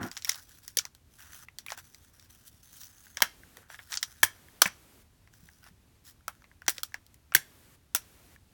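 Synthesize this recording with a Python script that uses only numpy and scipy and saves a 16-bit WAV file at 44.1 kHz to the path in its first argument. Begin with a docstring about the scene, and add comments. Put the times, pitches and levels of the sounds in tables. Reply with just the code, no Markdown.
"""Quiet room: hands fold and press the panels of a hollow plastic toy close to a small microphone.
Catches click and snap as short slips ring damped modes; dull knocks, at listed times, are decaying sines.
Fingers rub the shell (grainy noise through the same modes); at first the toy drags over a wooden table.
Low room tone runs throughout; faint hiss comes in, and the room tail swells, briefly at the sharpest snaps."""
import sys
import numpy as np
from scipy import signal
from scipy.fft import rfft, irfft
from scipy.io import wavfile
from scipy.ndimage import uniform_filter1d

SR = 44100
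rng = np.random.default_rng(int(sys.argv[2]) if len(sys.argv) > 2 else 0)


def put_to_file(sound):
    """Save the sound as 16-bit audio at rate SR, in the file named by the first command-line argument."""
    columns = np.atleast_2d(sound).T  # one column per channel
    safe = np.clip(columns, -1, 1)
    whole_steps = np.round(safe * 32767)
    wavfile.write(sys.argv[1], SR, whole_steps.astype(np.int16))


N = 376288

# Modes of the plastic shell and its ribs. Each row: frequency in Hz, width in Hz, relative level in dB.
SHELL_MODES = [(3180, 100, -7), (4480, 120, 0), (5716, 360, 0), (9060, 37, -16), (10400, 400, -9),
               (12560, 73, -3), (13800, 100, -12.5), (13900, 110, -7), (16850, 1400, -3.5),
               (17400, 510, -9)]


def gain_of(db):
    """Amplitude factor of a level in dB."""
    return 10 ** (np.asarray(db) / 20)


def evened(x):
    """Scale to rms 1."""
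    return x / np.sqrt(np.mean(x ** 2) + 1e-20)


def add(mix, start_s, sound):
    """Mix a sound in place, cut at the end of the mix."""
    part = mix[round(start_s * SR):][:len(sound)]
    part += sound[:len(part)]


def modes(table, hz):
    """Response of damped resonators side by side, with alternating sign."""
    response = 0
    for k, (mode_hz, width_hz, db) in enumerate(table):
        damping = 1j * hz * width_hz
        response = response + (-1) ** k * gain_of(db) * damping / (mode_hz ** 2 - hz ** 2 + damping)
    return response


def colour(points, hz):
    """Spectral gain, interpolated in dB over log frequency."""
    point_hz, db = np.transpose(points)
    return gain_of(np.interp(np.log(hz + 1), np.log(point_hz), db))


def noise(response):
    """Steady noise of rms 1 with the given response."""
    return evened(irfft(rfft(rng.standard_normal(N)) * response, N))


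def band(x, lo_hz, hi_hz):
    """Third-order Butterworth bandpass."""
    return signal.sosfilt(signal.butter(3, [lo_hz, hi_hz], "bandpass", fs=SR, output="sos"), x)


def rings(drive, hollow_hz, width_hz, spot):
    """A drive rings the hollow, the shell and its top band; each spot retunes and reweights the shell modes."""
    hz, spectrum = np.fft.rfftfreq(len(drive), 1 / SR), rfft(drive)
    hollow_modes = [(hollow_hz, width_hz, 0), (1.35 * hollow_hz, 300, -10),
                    (0.62 * hollow_hz, 400, -14), (2.1 * hollow_hz, 400, -21)]
    shell_modes = [(mode_hz * (1 + 0.025 * shift), width, db + 0.99 * shift)
                   for (mode_hz, width, db), shift in zip(SHELL_MODES, spot)]
    hollow = irfft(spectrum * modes(hollow_modes, hz))
    shell = irfft(spectrum * (modes(shell_modes, hz) + 0.57))  # 0.57: drive heard directly
    return band(hollow, 560, 3100), band(shell, 3200, 7500), band(shell, 7500, 21000)


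def click(slip, spot, hollow_db, shell_db, tick_db, hollow_hz):
    """A catch slips in a few sharp spikes, briefer if soft; loose parts chatter on, more after a hard jolt."""
    t, levels_db = np.arange(len(slip)) / SR, (hollow_db, shell_db, tick_db)
    slip_s = 0.00038 * max(5.23 + 0.13 * max(levels_db), 1)
    u = t / slip_s
    spikes = rings(slip * abs(slip) * u * np.exp(-u), hollow_hz, 170, spot)
    chatter_gain = gain_of(-15.5 + 0.16 * max(shell_db, tick_db))
    chatter = slip * chatter_gain * (1 - np.exp(-u)) * np.exp(-t / 0.014)
    # loose parts damp the hollow: wider mode, 6 dB less chatter
    chatter_rings = rings(chatter, hollow_hz, 900, 0 * spot) * gain_of([[-6], [0], [0]])
    out = np.zeros(len(slip))
    for db, part in zip(levels_db, np.add(spikes, chatter_rings)):
        loudest_rms = np.sqrt(uniform_filter1d(part ** 2, size=130).max())  # over 3 ms
        out += gain_of(db) * part / loudest_rms
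    return out


def clicks():
    """Catches and hinges ring the toy; dull knocks are decaying sines, the higher the shorter."""
    # Catches and hinges. Each row: time in seconds, hollow ring in dB, shell ring in dB, tick in dB,
    # pitch of the hollow in Hz.
    click_rows = [(0.031, -36.5, -38, -51, 1540), (.048, -47, -60, -57, 1570), (.065, -48, -49, -58, 1500),
                  (.086, -49, -48, -58, 1440), (0.1152, -46.5, -35.5, -47, 1500),
                  (0.1684, -40, -33, -52, 1630), (.175, -47, -32.5, -43, 1970),
                  (0.223, -55, -39, -49, 2020), (0.2473, -41.5, -27.5, -29.5, 1820),
                  (0.2532, -40, -35, -50, 2240), (.28, -58, -51, -54, 1580),
                  (0.2935, -27, -18.5, -23.5, 1950), (0.3182, -46, -30.5, -50, 1790),
                  (.345, -50, -38, -56, 1500), (0.378, -62, -49, -63, 1690), (.68, -48.5, -34, -35, 1850),
                  (.771, -32.5, -20.5, -20, 1730), (0.7873, -34.5, -18, -30, 2270),
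                  (.795, -37.5, -28.5, -46, 1450), (0.8531, -43.5, -31.5, -41, 1950),
                  (0.95, -62, -50.5, -50, 1590), (1.4855, -41.5, -60, -59, 2030),
                  (1.5864, -49, -34, -36.5, 1550), (1.6641, -41, -42, -37, 1920),
                  (1.6843, -36, -51, -56, 2400), (1.704, -35, -37.5, -46, 1850),
                  (1.7207, -32, -32.5, -52, 1490), (1.9466, -54.5, -45, -50, 1950),
                  (2.198, -61, -48.5, -55, 1900), (2.226, -60, -55, -58, 1600),
                  (2.835, -58, -43, -58, 1580), (3.068, -51.5, -57, -63, 1550),
                  (3.1711, -33, -30.5, -43, 1680), (3.2051, -36.5, -39, -41, 955),
                  (3.2209, -15, -14, -14, 1645), (3.4347, -48.5, -63, -59, 1560),
                  (3.5707, -46, -46.5, -45, 1860), (3.702, -40, -52, -62, 1426),
                  (3.7441, -41.5, -51, -61, 1700), (3.7915, -39.5, -67, -67, 1660),
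                  (3.9219, -40.5, -31, -47, 1670), (3.9276, -35.5, -32, -45, 1850),
                  (3.941, -38, -27.5, -45, 1740), (3.9543, -45, -33, -41, 1700),
                  (3.9728, -39.5, -24, -47, 1430), (4.029, -29.5, -21.5, -30, 1585),
                  (4.037, -48.5, -34, -41, 1750), (4.231, -11, -15.5, -12.5, 1673),
                  (4.2391, -43, -23, -18, 1680), (4.247, -41.5, -35, -24.5, 1750),
                  (4.4853, -53, -65, -57, 1680), (4.6182, -12.5, -8.5, -10.5, 1242),
                  (4.6572, -21.5, -35, -54, 1870), (5.275, -54.5, -63.5, -68, 1600),
                  (5.338, -56, -56.5, -70, 1490), (5.489, -47.5, -59.5, -65, 1590),
                  (5.6656, -51.5, -58.5, -58, 1386), (6.208, -62.5, -75.5, -75, 1300),
                  (6.281, -28.5, -32, -30, 1273), (6.352, -62, -63.5, -61, 1300),
                  (6.421, -56.5, -62, -67.5, 1300), (6.4424, -51, -62, -67, 2090),
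                  (6.515, -52, -79.5, -78, 1600), (6.6198, -43.5, -54.5, -55.5, 1475),
                  (6.665, -48, -46, -55.5, 1500), (6.681, -21, -19.5, -20, 1520),
                  (6.6844, -30, -22, -35, 2000), (6.6945, -35.5, -27, -22, 1640),
                  (6.7016, -45, -34, -26.5, 1840), (6.7823, -41, -33, -46, 1940),
                  (6.833, -34, -27.5, -25, 1340), (6.921, -55.5, -64.5, -72.5, 1710),
                  (6.9432, -29.5, -36.5, -42.5, 1688), (7.0657, -72, -53.5, -53, 1990),
                  (7.1437, -64.5, -54.5, -50.5, 1924), (7.3221, -37.5, -46.5, -62.5, 1350),
                  (7.339, -44.5, -56, -44, 2210), (7.3491, -11, -14.5, -8, 1607),
                  (7.3648, -26, -27.5, -43.5, 2163), (7.9486, -27.5, -21, -15, 1332),
                  (7.9593, -35, -25.5, -29.5, 2080), (7.965, -43.5, -38, -27.5, 1759),
                  (8.362, -50.5, -63.5, -70.5, 1750)]
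    # Dull knocks. Each row: start in seconds, level in dB, pitch in Hz.
    thump_rows = [(.772, -31.5, 515), (0.854, -38.5, 970), (1.78, -44.5, 720), (3.172, -41, 564),
                  (3.222, -37.5, 206), (3.58, -45, 504), (4.231, -29, 344), (4.234, -39, 92),
                  (4.619, -28.5, 342), (4.657, -32.5, 190.4), (5.43, -47.5, 170.3), (5.71, -49, 180),
                  (6.683, -32, 348), (6.785, -43.5, 537), (7.354, -32, 363), (7.355, -37.5, 140),
                  (7.949, -39.5, 300)]
    out, t = np.zeros(N), np.arange(3000) / SR
    for s, *how in click_rows:
        slip, spot = rng.standard_normal(4096), rng.standard_normal(len(SHELL_MODES))
        add(out, s - 0.0007, click(slip, spot, *how))
    for s, db, hz in thump_rows:
        add(out, s, gain_of(db) * np.sin(2 * np.pi * hz * t) * np.exp(-t * hz / 1.9))
    return out


def wander(x, draw):
    """Colour drifts as the finger crosses ribs and panels: spectral patches lifted and lowered, 2 dB rms."""
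    z = signal.stft(x, nperseg=256)[2]
    patches = uniform_filter1d(np.resize(draw, z.shape), size=4, axis=0)
    patches = evened(uniform_filter1d(patches, size=14, axis=1))
    return signal.istft(z * gain_of(2 * patches), nperseg=256)[1][:len(x)]


def rubbing():
    """Skin and panels stick and slip on the ribbed shell: grainy noise with snags rings hollow and shell."""
    # Strokes on plastic. Each row: start in seconds, length in seconds (sound ends by 0.37),
    # hollow ring in dB, shell ring in dB.
    stroke_rows = [(0.0, 0.086, -48, -51.5), (0.099, 0.16, -62.5, -59.5), (.269, 0.067, -45, -43.5),
                   (0.294, .12, -54, -52), (0.409, .2, -68, -60.5), (0.613, 0.22, -69.5, -62.5),
                   (0.794, 0.093, -58, -69), (1.108, .24, -76, -65.5), (1.185, 0.13, -57, -57.5),
                   (1.312, .14, -58, -55), (1.684, 0.068, -55, -51.5), (1.77, 0.04, -48.5, -50.5),
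                   (1.794, 0.32, -72, -65), (2.133, 0.148, -70, -65), (2.29, 0.19, -70, -63),
                   (2.456, 0.047, -66, -52.5), (2.505, .12, -78, -69), (2.629, .13, -67, -57.5),
                   (2.751, 0.13, -64, -51), (2.884, 0.9, -68, -61.5), (3.54, 0.14, -62.5, -74),
                   (3.689, 0.084, -54.5, -55.5), (3.77, 0.19, -66.5, -62.5), (3.898, .079, -49.5, -47),
                   (3.995, 0.28, -64.5, -60), (4.278, .13, -66.5, -74), (4.662, 0.021, -49, -37),
                   (5.323, 0.31, -74.5, -67), (5.624, 0.08, -57, -61.5), (6.043, 0.086, -66, -56.5),
                   (6.295, 0.18, -74.5, -77), (6.726, 0.096, -58, -58.5), (6.847, 0.087, -76, -71)]
    snags_per_s, snag_size = 29, 3
    rustle_db = 1.6  # top band against the shell ring
    fade_db = -3.5  # slope over a stroke
    out = np.zeros(N)
    for s, length_s, hollow_db, shell_db in stroke_rows:
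        rub, rough, spot, chance, patch_draw = rng.standard_normal((5, 16384))
        fine = evened(uniform_filter1d(rough, size=120))
        coarse = evened(uniform_filter1d(rough, size=1500))
        grain = gain_of(3.6 * fine + 0.6 * coarse)
        snags = chance > np.quantile(chance, 1 - snags_per_s / SR)
        grain = grain + snag_size * signal.lfilter([1], [1, -0.97], snags * abs(rough))
        parts = rings(wander(rub * grain, patch_draw), 1500, 490, 2.0 * spot)
        levels_db = (hollow_db, shell_db, shell_db + rustle_db)
        sound = sum(gain_of(db) * evened(part) for db, part in zip(levels_db, parts))
        sound = sound[:round((length_s + 0.02) * SR)]
        fade = gain_of(np.linspace(0, fade_db, len(sound)))
        edges = signal.windows.tukey(len(sound), min(0.05 / length_s, 1))
        add(out, max(s - 0.01, 0), sound * fade * edges)
    return out


def dragging():
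    """The toy judders over the table top: spiky noise rings the wood."""
    # Drag level, -120 dB after the last row. Each row: time in seconds, level in dB.
    drag_rows = [(0.0, -39), (0.054, -33.5), (0.13, -65.5)]
    # Modes of the wooden table. Each row: frequency in Hz, width in Hz, relative level in dB.
    table_modes = [(197, 170, 0), (313, 220, -8.5), (690, 30, -10.5), (1495, 400, -11)]
    judder = rng.standard_normal(N) ** 3
    wood = irfft(rfft(judder) * modes(table_modes, np.fft.rfftfreq(N, 1 / SR)), N)
    drag_s, drag_db = np.transpose(drag_rows)
    return evened(wood) * gain_of(np.interp(np.arange(N) / SR, drag_s, drag_db, right=-120))


def room(x):
    """A short diffuse tail: noise, each band dying at its own speed."""
    # Decay of the room. Each row: frequency in Hz, t60 in seconds.
    decay_rows = [(250, 0.25), (1700, 0.23), (4000, 0.26), (14000, 0.13)]
    hz, t, z = signal.stft(rng.standard_normal(SR // 2), SR, nperseg=128)
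    decay_hz, t60_s = np.transpose(decay_rows)
    decay = gain_of(-60 * t / np.interp(hz, decay_hz, t60_s)[:, None])
    tail = signal.istft(z * decay, SR, nperseg=128)[1]
    tail *= 1 - np.exp(-np.arange(len(tail)) / SR / 0.0014)  # soft onset
    return signal.fftconvolve(x, tail / np.linalg.norm(tail))[:N]


def swell():
    """Gate from 0 to 1 for a moment at the sharpest snaps, edges smoothed over 14 ms."""
    # Sharpest snaps: time of each in seconds.
    snap_times_s = [3.221, 4.232, 4.618, 7.35, 7.95]
    hold_s = 0.411
    t = np.arange(N) / SR
    gates = [1.0 * ((t > s) & (t < s + hold_s)) for s in snap_times_s]
    return uniform_filter1d(np.max(gates, axis=0), size=600)


def background():
    """Low room tone of slightly lumpy level, and faint hiss gated by the swell."""
    # Spectrum of the room tone. Each row: frequency in Hz, relative level in dB per Hz.
    tone_points = [(12, -53), (20, -9.5), (37, -10.5), (80, -5.5), (208, -19.5), (240, -18), (387, -25),
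                   (472, -28.5), (17000, -41)]
    # Spectrum of the hiss. Each row: frequency in Hz, relative level in dB per Hz.
    hiss_points = [(120, 7.5), (260, 9), (900, 0.5), (1700, 0.5), (5000, -4.5), (14000, -4.5),
                   (17200, -4.5)]
    tone_db, hiss_db = -62, -60.5  # hiss level while the gate is open
    hz = np.fft.rfftfreq(N, 1 / SR)
    slow = evened(uniform_filter1d(rng.standard_normal(N), size=3000))
    lumps = evened(gain_of(0.68 * slow))
    tone = gain_of(tone_db) * noise(colour(tone_points, hz)) * lumps
    hiss = gain_of(hiss_db) * noise(colour(hiss_points, hz)) * swell()
    return tone + hiss


def scene():
    """Clicks and drag with their room tail, 11 dB up in the swell; rubbing and background without tail."""
    toy = clicks() + dragging()
    tail = gain_of(-32 + 11 * swell()) * room(toy)
    return (toy + tail + rubbing() + background())[None]


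def record(dry):
    """Hard snaps are rounded off; the microphone drops the very top and deepest bass; then the band limit."""
    soft = dry / (1 + (dry / 0.82) ** 4) ** 0.25
    soft = signal.sosfilt(signal.ellip(6, 0.5, 40, 17050, fs=SR, output="sos"), soft)
    soft = signal.sosfilt(signal.butter(2, 36, "highpass", fs=SR, output="sos"), soft)
    band_limit = signal.firwin(511, 19400, window=("kaiser", 9), fs=SR)
    return signal.oaconvolve(soft, band_limit[None], "same")


dry = scene()
out = record(dry)
put_to_file(out)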